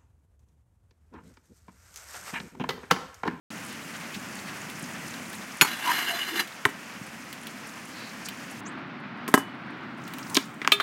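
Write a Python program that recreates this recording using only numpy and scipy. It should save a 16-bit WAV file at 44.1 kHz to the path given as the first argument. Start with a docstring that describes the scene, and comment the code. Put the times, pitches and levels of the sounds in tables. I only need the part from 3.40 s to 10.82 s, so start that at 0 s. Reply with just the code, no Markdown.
"""A concrete skate park among trees, heard through one small microphone from two spots in turn.
From the first, a stunt scooter rolls on hard wheels, hops onto a steel-edged ledge, grinds and drops off.
From the second, it lands a jump and rattles past close by, its hollow metal tubes clanking.
Under it all: the rumble of the wheels, the wash of the open park, ticking grit and two faint bird calls."""
import sys
import numpy as np
from scipy import signal
from scipy.fft import rfft, irfft
from scipy.io import wavfile
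from scipy.ndimage import map_coordinates

SR = 44100
rng = np.random.default_rng(int(sys.argv[2]) if len(sys.argv) > 2 else 0)


def pcm_store(signal):
    """Save signal as 16-bit PCM."""
    levels = np.round(np.clip(np.atleast_2d(signal), -1, 1) * 32767)
    wavfile.write(sys.argv[1], SR, levels.astype(np.int16).T)


N = 327222
TIME = np.arange(N) / SR


def from_db(db):
    """Decibels to gain."""
    return 10 ** (np.asarray(db) / 20)


def unit_rms(x):
    """Scale to rms 1."""
    return x / np.sqrt(np.mean(x ** 2) + 1e-20)


def at_level(burst, db):
    """Give a burst the energy of 10 ms at this level."""
    return burst / np.linalg.norm(burst) * np.sqrt(SR / 100) * from_db(db)


def curves(rows):
    """Each column after the time column, interpolated at every sample."""
    times, *columns = np.transpose(rows)
    return [np.interp(TIME, times, column) for column in columns]


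def after(start_s, fade_s=0.069):
    """Fade from 0 to 1."""
    return np.clip((TIME - start_s) / fade_s, 0, 1)


def add(out, start_s, sound):
    """Mix a sound in at its start time."""
    i = int(round(start_s * SR))
    out[i:i + len(sound)] += sound[:N - i]


def cut(x, hz, kind, order=2):
    """Butterworth filter."""
    return signal.sosfilt(signal.butter(order, np.clip(hz, 10, .48 * SR), kind, fs=SR, output="sos"), x)


def resonate(x, hz, width_hz):
    """One resonance with gain 1 at its peak."""
    r = np.exp(-np.pi * width_hz / SR)
    feedback = [1, -2 * r * np.cos(2 * np.pi * hz / SR), r * r]
    return signal.lfilter(np.array([1, 0, -1]) * (1 - r * r) / 2, feedback, x)


def colour(x, spectrum):
    """Give a steady sound a spectrum."""
    hz, db = np.transpose(spectrum)
    gain_db = np.interp(np.log(np.fft.rfftfreq(N, 1 / SR) + 1), np.log(hz), db)
    return irfft(rfft(x) * from_db(gain_db), N)


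def drift(rate_hz):
    """A random wander, rms 1."""
    knots = rng.standard_normal(int(2 * rate_hz * N / SR) + 2)
    return unit_rms(np.interp(TIME * 2 * rate_hz, np.arange(len(knots)), knots))


def waver(x, share, rate_hz):
    """Bend all pitches of a sound up and down by a small share."""
    return map_coordinates(x, [np.arange(N) + np.cumsum(share * drift(rate_hz))], order=3, mode="mirror")


def grains(per_s, spread_db=2.0):
    """Random clicks of uneven size, rms 1."""
    sizes = from_db(spread_db * np.minimum(rng.exponential(1, N), 4)) * rng.choice([-1, 1], N)
    return unit_rms(sizes * (rng.random(N) < per_s / SR))


def contact(t60_s, snap):
    """One sharp touch, then a dying crunch of tiny collisions."""
    t = TIME[:SR // 10]
    crunch = rng.standard_normal(len(t)) * np.exp(-np.log(1000) * t / t60_s)
    return crunch / np.linalg.norm(crunch) + snap * (t == 0)


def clack(hz, t60_s, breadth, snap):
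    """A contact heard through a broad resonance."""
    return resonate(resonate(contact(t60_s, snap), hz, breadth * hz), hz, breadth * hz)


def struck(modes, hits):
    """A body rings; every hit meets each mode with a strength that differs by about 1 dB."""
    hz, mode_db, t60_s = np.transpose(modes)
    out, t = np.zeros(N), TIME[:SR // 2]
    rings = np.sin(2 * np.pi * hz[:, None] * t) * np.exp(-np.log(1000) * t / t60_s[:, None])
    for start_s, hit_db in hits:
        add(out, start_s, from_db(hit_db + mode_db + rng.standard_normal(len(hz))) @ rings)
    return out


def rubs(rows):
    """Short swells of friction noise, each inside one resonance."""
    out, t = np.zeros(N), TIME[:SR // 2]
    middle_s = t[-1] / 2
    for peak_s, length_s, hz, width_hz, db in rows:
        swell = np.exp(-2 * ((t - middle_s) / length_s) ** 2)
        friction = resonate(resonate(rng.standard_normal(len(t)), hz, width_hz), hz, width_hz)
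        add(out, peak_s - middle_s, from_db(db) * swell * unit_rms(friction))
    return out


def rolling_bed(spectrum, rumble_db, wash_db, treble_db, rattle_db):
    """Hard wheels rumble and loose parts rattle; fine grit and the trees make a wash topped with hiss."""
    noise = colour(rng.standard_normal(N), spectrum)
    grit = colour(grains(per_s=14000), spectrum)
    rumble = unit_rms(cut(noise, 418, "low", order=4) + 0.48 * resonate(noise, 229, 220))
    wash = unit_rms(cut(noise, [450, 5500], "band", order=5)) * from_db(drift(17))
    hiss = unit_rms(cut(grit, 5800, "high", order=5)) * from_db(0.93 * drift(29))
    parts = [clack(hz, t60_s=.04, breadth=0.43, snap=.2) for hz in np.geomspace(2200, 9000, num=6)]
    rattle = sum(signal.oaconvolve(grains(per_s=5), unit_rms(part))[:N] for part in parts)
    treble = 0.75 * hiss + from_db(rattle_db) * unit_rms(rattle)
    return from_db(rumble_db) * rumble + from_db(wash_db) * wash + from_db(treble_db) * treble


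# wheels and park from the first spot: frequency_hz, density_db
FIRST_SPECTRUM = [(26, -57), (45, -28.5), (68, -18.5), (217, -2), (355, -11), (401, -15), (672, -9),
                  (1510, -7.5), (1800, -7.5), (2600, -11), (3850, -21.5), (6290, -14), (12500, -23.5),
                  (16000, -28)]
# how strongly the rolling reaches the microphone there: time_s, gain_db
ROLLING = [(0.35, -0.5), (1.7, 1.5), (3.3, -4), (5.2, -0.5)]

def first_spot(lift_s=2, drop_s=3.25, pass_s=3.05):
    """The rumble sinks while the wheels are off the slab, the treble once the scooter points away."""
    roll_db, = curves(ROLLING)
    lifted = after(lift_s) - after(drop_s)
    return rolling_bed(FIRST_SPECTRUM, rumble_db=-44 + roll_db - 3.5 * lifted,
                       wash_db=-42 + 0.58 * roll_db,
                       treble_db=-47.5 + 0.41 * roll_db - 3 * after(pass_s), rattle_db=-6)


# scuffs on the concrete: peak_s, length_s, pitch_hz, width_hz, level_db
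SCUFFS = [(0.31, 0.045, 2500, 3000, -46), (0.555, 0.021, 1290, 2480, -39), (0.75, 0.021, 2140, 3000, -38),
          (1.09, 0.025, 1600, 2600, -43), (4.62, 0.13, 4160, 900, -48), (4.86, 0.015, 5900, 5000, -37.5),
          (6.925, 0.039, 1000, 350, -40)]

def scuffs():
    """Shoes and tyres rub briefly on the slab."""
    return rubs(SCUFFS)


# larger stones and joints in the slab: start_s, level_db
TICKS = [(0.744, -37), (1.2994, -32), (1.93, -34), (3.0748, -34.5), (3.928, -30), (4.0696, -30),
         (4.8864, -26), (6.6774, -35.5), (6.737, -31.5), (6.7847, -31.5)]
# low thuds, through the wheels or, at 2.217 s and 3.258 s, from the hollow ledge: start_s, level_db
BUMPS = [(0.765, -37), (1.11, -43), (1.428, -38), (2.217, -24.5), (3.258, -24), (3.612, -36.5)]

def ticks_and_bumps():
    """Stones snap under the wheels and spray fine grit; low thuds come through the wheels and from the hollow
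    ledge."""
    out = np.zeros(N)
    for start_s, db in TICKS:
        snap = clack(hz=2850, t60_s=0.069, breadth=0.76, snap=0.83)
        spray = cut(contact(t60_s=.035, snap=0.24), 6600, "high")
        add(out, start_s, at_level(snap, db - 10.5) + at_level(spray, db - 12))
    for start_s, db in BUMPS:
        add(out, start_s, at_level(clack(hz=151.6, t60_s=0.02, breadth=0.74, snap=0.91), db))
    return out


# two calls, faint at the microphone, one list each: time_s, pitch_hz, level_db
BIRD_CALLS = [
    [(0.9, 4630, -58), (0.97, 4500, -54), (1.14, 4350, -61), (1.18, 4330, -66)],
    [(5.25, 5900, -62), (5.265, 6600, -39), (5.283, 7600, -47), (5.3, 8200, -56)],
]

def birds(blurs_hz=(50, 520)):
    """A thin falling whistle, and an upward chirp that buzzes with fast pitch jitter."""
    out = np.zeros(N)
    for call, blur_hz in zip(BIRD_CALLS, blurs_hz):
        hz, db = curves(call)
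        singing = (TIME > call[0][0]) & (TIME < call[-1][0])
        phase = 2 * np.pi * np.cumsum(hz + blur_hz * drift(700)) / SR
        out += singing * from_db(db) * np.sin(phase)
    return out


# modes of steel on steel: pitch_hz, level_db, t60_s
EDGE_MODES = [(870, -7, 0.14), (2220, -4, 0.14), (4350, -6.5, .17), (6920, 0.5, 0.079), (11150, -2, 0.065),
              (12280, 0.5, 0.061)]
# the deck meets the ledge: start_s, level_db
EDGE_HITS = [(2.2113, -28.5), (2.2172, -18.5)]

def ledge_edge():
    """The ledge's steel edge rings clear as the deck hits it."""
    return cut(struck(EDGE_MODES, EDGE_HITS), 360, "high")


# modes of the deck under the rider's feet: pitch_hz, level_db, t60_s
DECK_MODES = [(277, -4, 0.059), (326, -4.5, 0.03), (404, -2.5, 0.041), (617, -11.5, 0.033),
              (760, -11.5, 0.034), (1057, 0.5, 0.032), (1290, -15, 0.07), (1605, -10, 0.037),
              (2965, -33.5, 0.4), (8340, -30.5, 0.09)]

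def blow(start_s, thump_db, clack_db, hz, t60_s, grit_db):
    """One blow clacks, crushes grit and thumps the deck, which is too small to radiate deep bass."""
    out = cut(struck(DECK_MODES, [(start_s, thump_db)]), 220, "high", order=3)
    grit = cut(contact(t60_s + 0.025, snap=0.25), [4800, 13500], "band")
    add(out, start_s, at_level(clack(hz, t60_s, breadth=0.8, snap=0.89), clack_db))
    add(out, start_s, at_level(grit, grit_db))
    return out


# wheels and deck come down on concrete:
# start_s, clack_db, pitch_hz, crunch_t60_s, grit_db, weight_lag_s, weight_db, thump_db, rebound_db
LANDINGS = [ (2.2118, -8.5, 2190, 0.042, -20, .009, -16.5, -19.5, -11),
            (3.2528, -15, 1610, .018, -33.5, .005, -27.5, -15.5, -17),
            (5.879, -36, 1800, 0.044, -37, .0085, -43, -24.5, -19),
            (5.94, -19, 1840, .027, -21, .0014, -16.5, -2, -15.5),
            (6.946, -29.5, 5660, .04, -29.5, .0075, -24.5, -31.5, -14),
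            (6.9686, -18, 4530, .01, -35, .0032, -19, -14, -31)]

def landings(rebound_lag_s=.037):
    """A hard touch, then the rider's weight, duller on the squashed wheel, then a soft rebound."""
    out = np.zeros(N)
    for start_s, clack_db, hz, t60_s, grit_db, lag_s, weight_db, thump_db, rebound_db in LANDINGS:
        touch = blow(start_s, thump_db - 7.5, clack_db, hz, t60_s, grit_db)
        weight = blow(start_s + lag_s, thump_db, weight_db, 0.54 * hz, 1.6 * t60_s, grit_db - 8)
        rebound = blow(start_s + rebound_lag_s, thump_db + rebound_db, weight_db + rebound_db,
                       0.53 * hz, t60_s=.085, grit_db=grit_db - 13.5)
        out += touch + weight + rebound
    return out


# the slide along the ledge, from the first spot: time_s, level_db
GRIND_LEVELS = [(2.27, -28.5), (2.386, -38.5), (2.476, -24.5), (2.802, -33), (2.82, -29.5), (2.854, -35),
                (2.932, -34), (3.006, -23), (3.05, -48)]
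# colour of the scrape: frequency_hz, density_db
GRIND_SPECTRUM = [(100, -33), (200, -5), (340, 2.5), (540, -13), (720, 1), (1700, 6), (3000, -3.5),
                  (5000, -4), (9500, -16.5), (12200, -6), (16000, -25)]
# resonances of the sliding deck: pitch_hz, width_hz, level_db
GRIND_MODES = [(330, 69, -28), (1000, 14, -10), (1570, 220, 0), (2050, 59, 3), (2830, 180, 6.5),
               (3490, 170, 0), (4050, 120, 0), (7000, 69, -15), (8800, 110, -12), (11700, 110, -17),
               (12200, 46, -23)]
# the slide catches on one resonance for a moment: peak_s, length_s, pitch_hz, width_hz, level_db
CATCHES = [(2.495, 0.05, 1000, 130, -25.5), (2.61, 0.06, 2000, 400, -35), (2.735, 0.047, 700, 60, -36.5),
           (2.818, 0.033, 2905, 130, -28.5), (2.965, 0.08, 312, 117, -37.5)]

def grind(judder_db=2.0, wander_db=2.5):
    """The deck tears over the rough ledge: dense clicks into modes that shift as the contact moves."""
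    level_db, = curves(GRIND_LEVELS)
    sliding = (TIME > GRIND_LEVELS[0][0]) & (TIME < GRIND_LEVELS[-1][0])
    clicks = grains(per_s=5000) * from_db(judder_db * drift(60))
    body = sum(from_db(db + wander_db * drift(15)) * resonate(clicks, hz, width_hz)
               for hz, width_hz, db in GRIND_MODES)
    # higher up, the metal's modes crowd together and give the scrape a gritty ring
    crowded = signal.fftconvolve(clicks, contact(t60_s=0.046, snap=0.69))[:N]
    scrape = cut(clicks, 3700, "low", order=4) + cut(unit_rms(crowded), 2500, "high", order=4)
    rasp = unit_rms(colour(scrape, GRIND_SPECTRUM)) + from_db(-1) * unit_rms(cut(body, 180, "high"))
    rasp = unit_rms(waver(rasp, share=.01, rate_hz=6))
    return rasp * from_db(level_db - 1) * sliding + rubs(CATCHES)


# wheels and park from the second spot: frequency_hz, density_db
SECOND_SPECTRUM = [(45, -25.5), (90, -16.5), (136, -2), (250, 0.5), (346, -7), (465, -19), (700, -13.5),
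                   (1400, -11), (2200, -16.5), (3750, -28.5), (5500, -37), (8500, -41.5), (12000, -50),
                   (16000, -43.5)]
# hiss and rattle at the microphone there: time_s, level_db
PASSING_TREBLE = [(5.23, -69.5), (5.5, -77.5), (6.55, -70), (6.68, -53.5), (6.93, -45), (7.16, -59.5),
                  (7.41, -54)]

def second_spot(pass_s=6.98):
    """The treble swells as the scooter passes close by; rumble and wash drop once it points away."""
    treble_db, = curves(PASSING_TREBLE)
    bed_db = -42 - 3 * after(pass_s)
    return rolling_bed(SECOND_SPECTRUM, bed_db, bed_db, treble_db, rattle_db=-5.5)


# knocks close to the microphone: start_s, clack_db, pitch_hz, crunch_t60_s, grit_db
KNOCKS = [(7.217, -30.5, 1780, 0.045, -66), (7.248, -28, 1470, 0.046, -66),
          (7.2755, -16.5, 1040, 0.0026, -40.5), (7.283, -36, 1500, .04, -55),
          (7.3197, -18, 2640, 0.059, -25.5), (7.4, -20.5, 1200, .1, -43)]

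def loose_parts(thump_db=-32):
    """Loose parts of the scooter knock together, each shaking the deck a little."""
    return sum(blow(start_s, thump_db, *knock) for start_s, *knock in KNOCKS)


# modes of the scooter's tubes: pitch_hz, level_db, t60_s
TUBE_MODES = [(407, -20, 0.38), (662, -20.5, 0.078), (1237, -8, 0.083), (1360, -25, .15), (1690, -22, 0.21),
              (2336, 1.5, 0.026), (2580, -10, 0.095), (3170, 3.5, 0.02), (3580, -5.5, 0.13),
              (4020, -4, 0.044), (4350, -18, 0.082)]
# knocks on the tubes: start_s, level_db
CLANKS = [(7.3212, -8.5), (7.4016, -29), (7.4053, -24.5)]

def tubes():
    """The hollow metal tubes ring when knocked."""
    return cut(struck(TUBE_MODES, CLANKS), 360, "high")


def park(x, t60_s=0.3, wet_db=-16, dull_hz=6500, build_s=0.0032):
    """Ramps and trees scatter a thin, dull tail back to the microphone."""
    t = TIME[:SR * 2 // 3]
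    tail = rng.standard_normal(len(t)) * np.exp(-np.log(1000) * t / t60_s) * (1 - np.exp(-t / build_s))
    tail = cut(tail / np.linalg.norm(tail), dull_hz, "low", order=1)
    tail = cut(tail, 400, "high", order=1)
    return x + from_db(wet_db) * signal.fftconvolve(x, tail)[:N]


def scene(start_s=.104, move_s=5.206):
    """Scooter and birds in the open park, in mono; the microphone changes spot at move_s."""
    bed = np.where(TIME < move_s, first_spot(), second_spot())
    events = (scuffs() + ticks_and_bumps() + birds() + ledge_edge() + landings() + grind()
              + loose_parts() + tubes())
    return ((park(events) + bed) * (TIME > start_s))[None]


def record(dry, bass_hz=81, top_hz=16000):
    """A small microphone: no deep bass, the loudest peaks rounded, the top cut."""
    rounded = 1.061 * np.tanh(cut(dry, bass_hz, "high") / 1.08)
    return signal.sosfilt(signal.ellip(10, .1, 80, top_hz, fs=SR, output="sos"), rounded)


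dry = scene()
out = record(dry)
pcm_store(out)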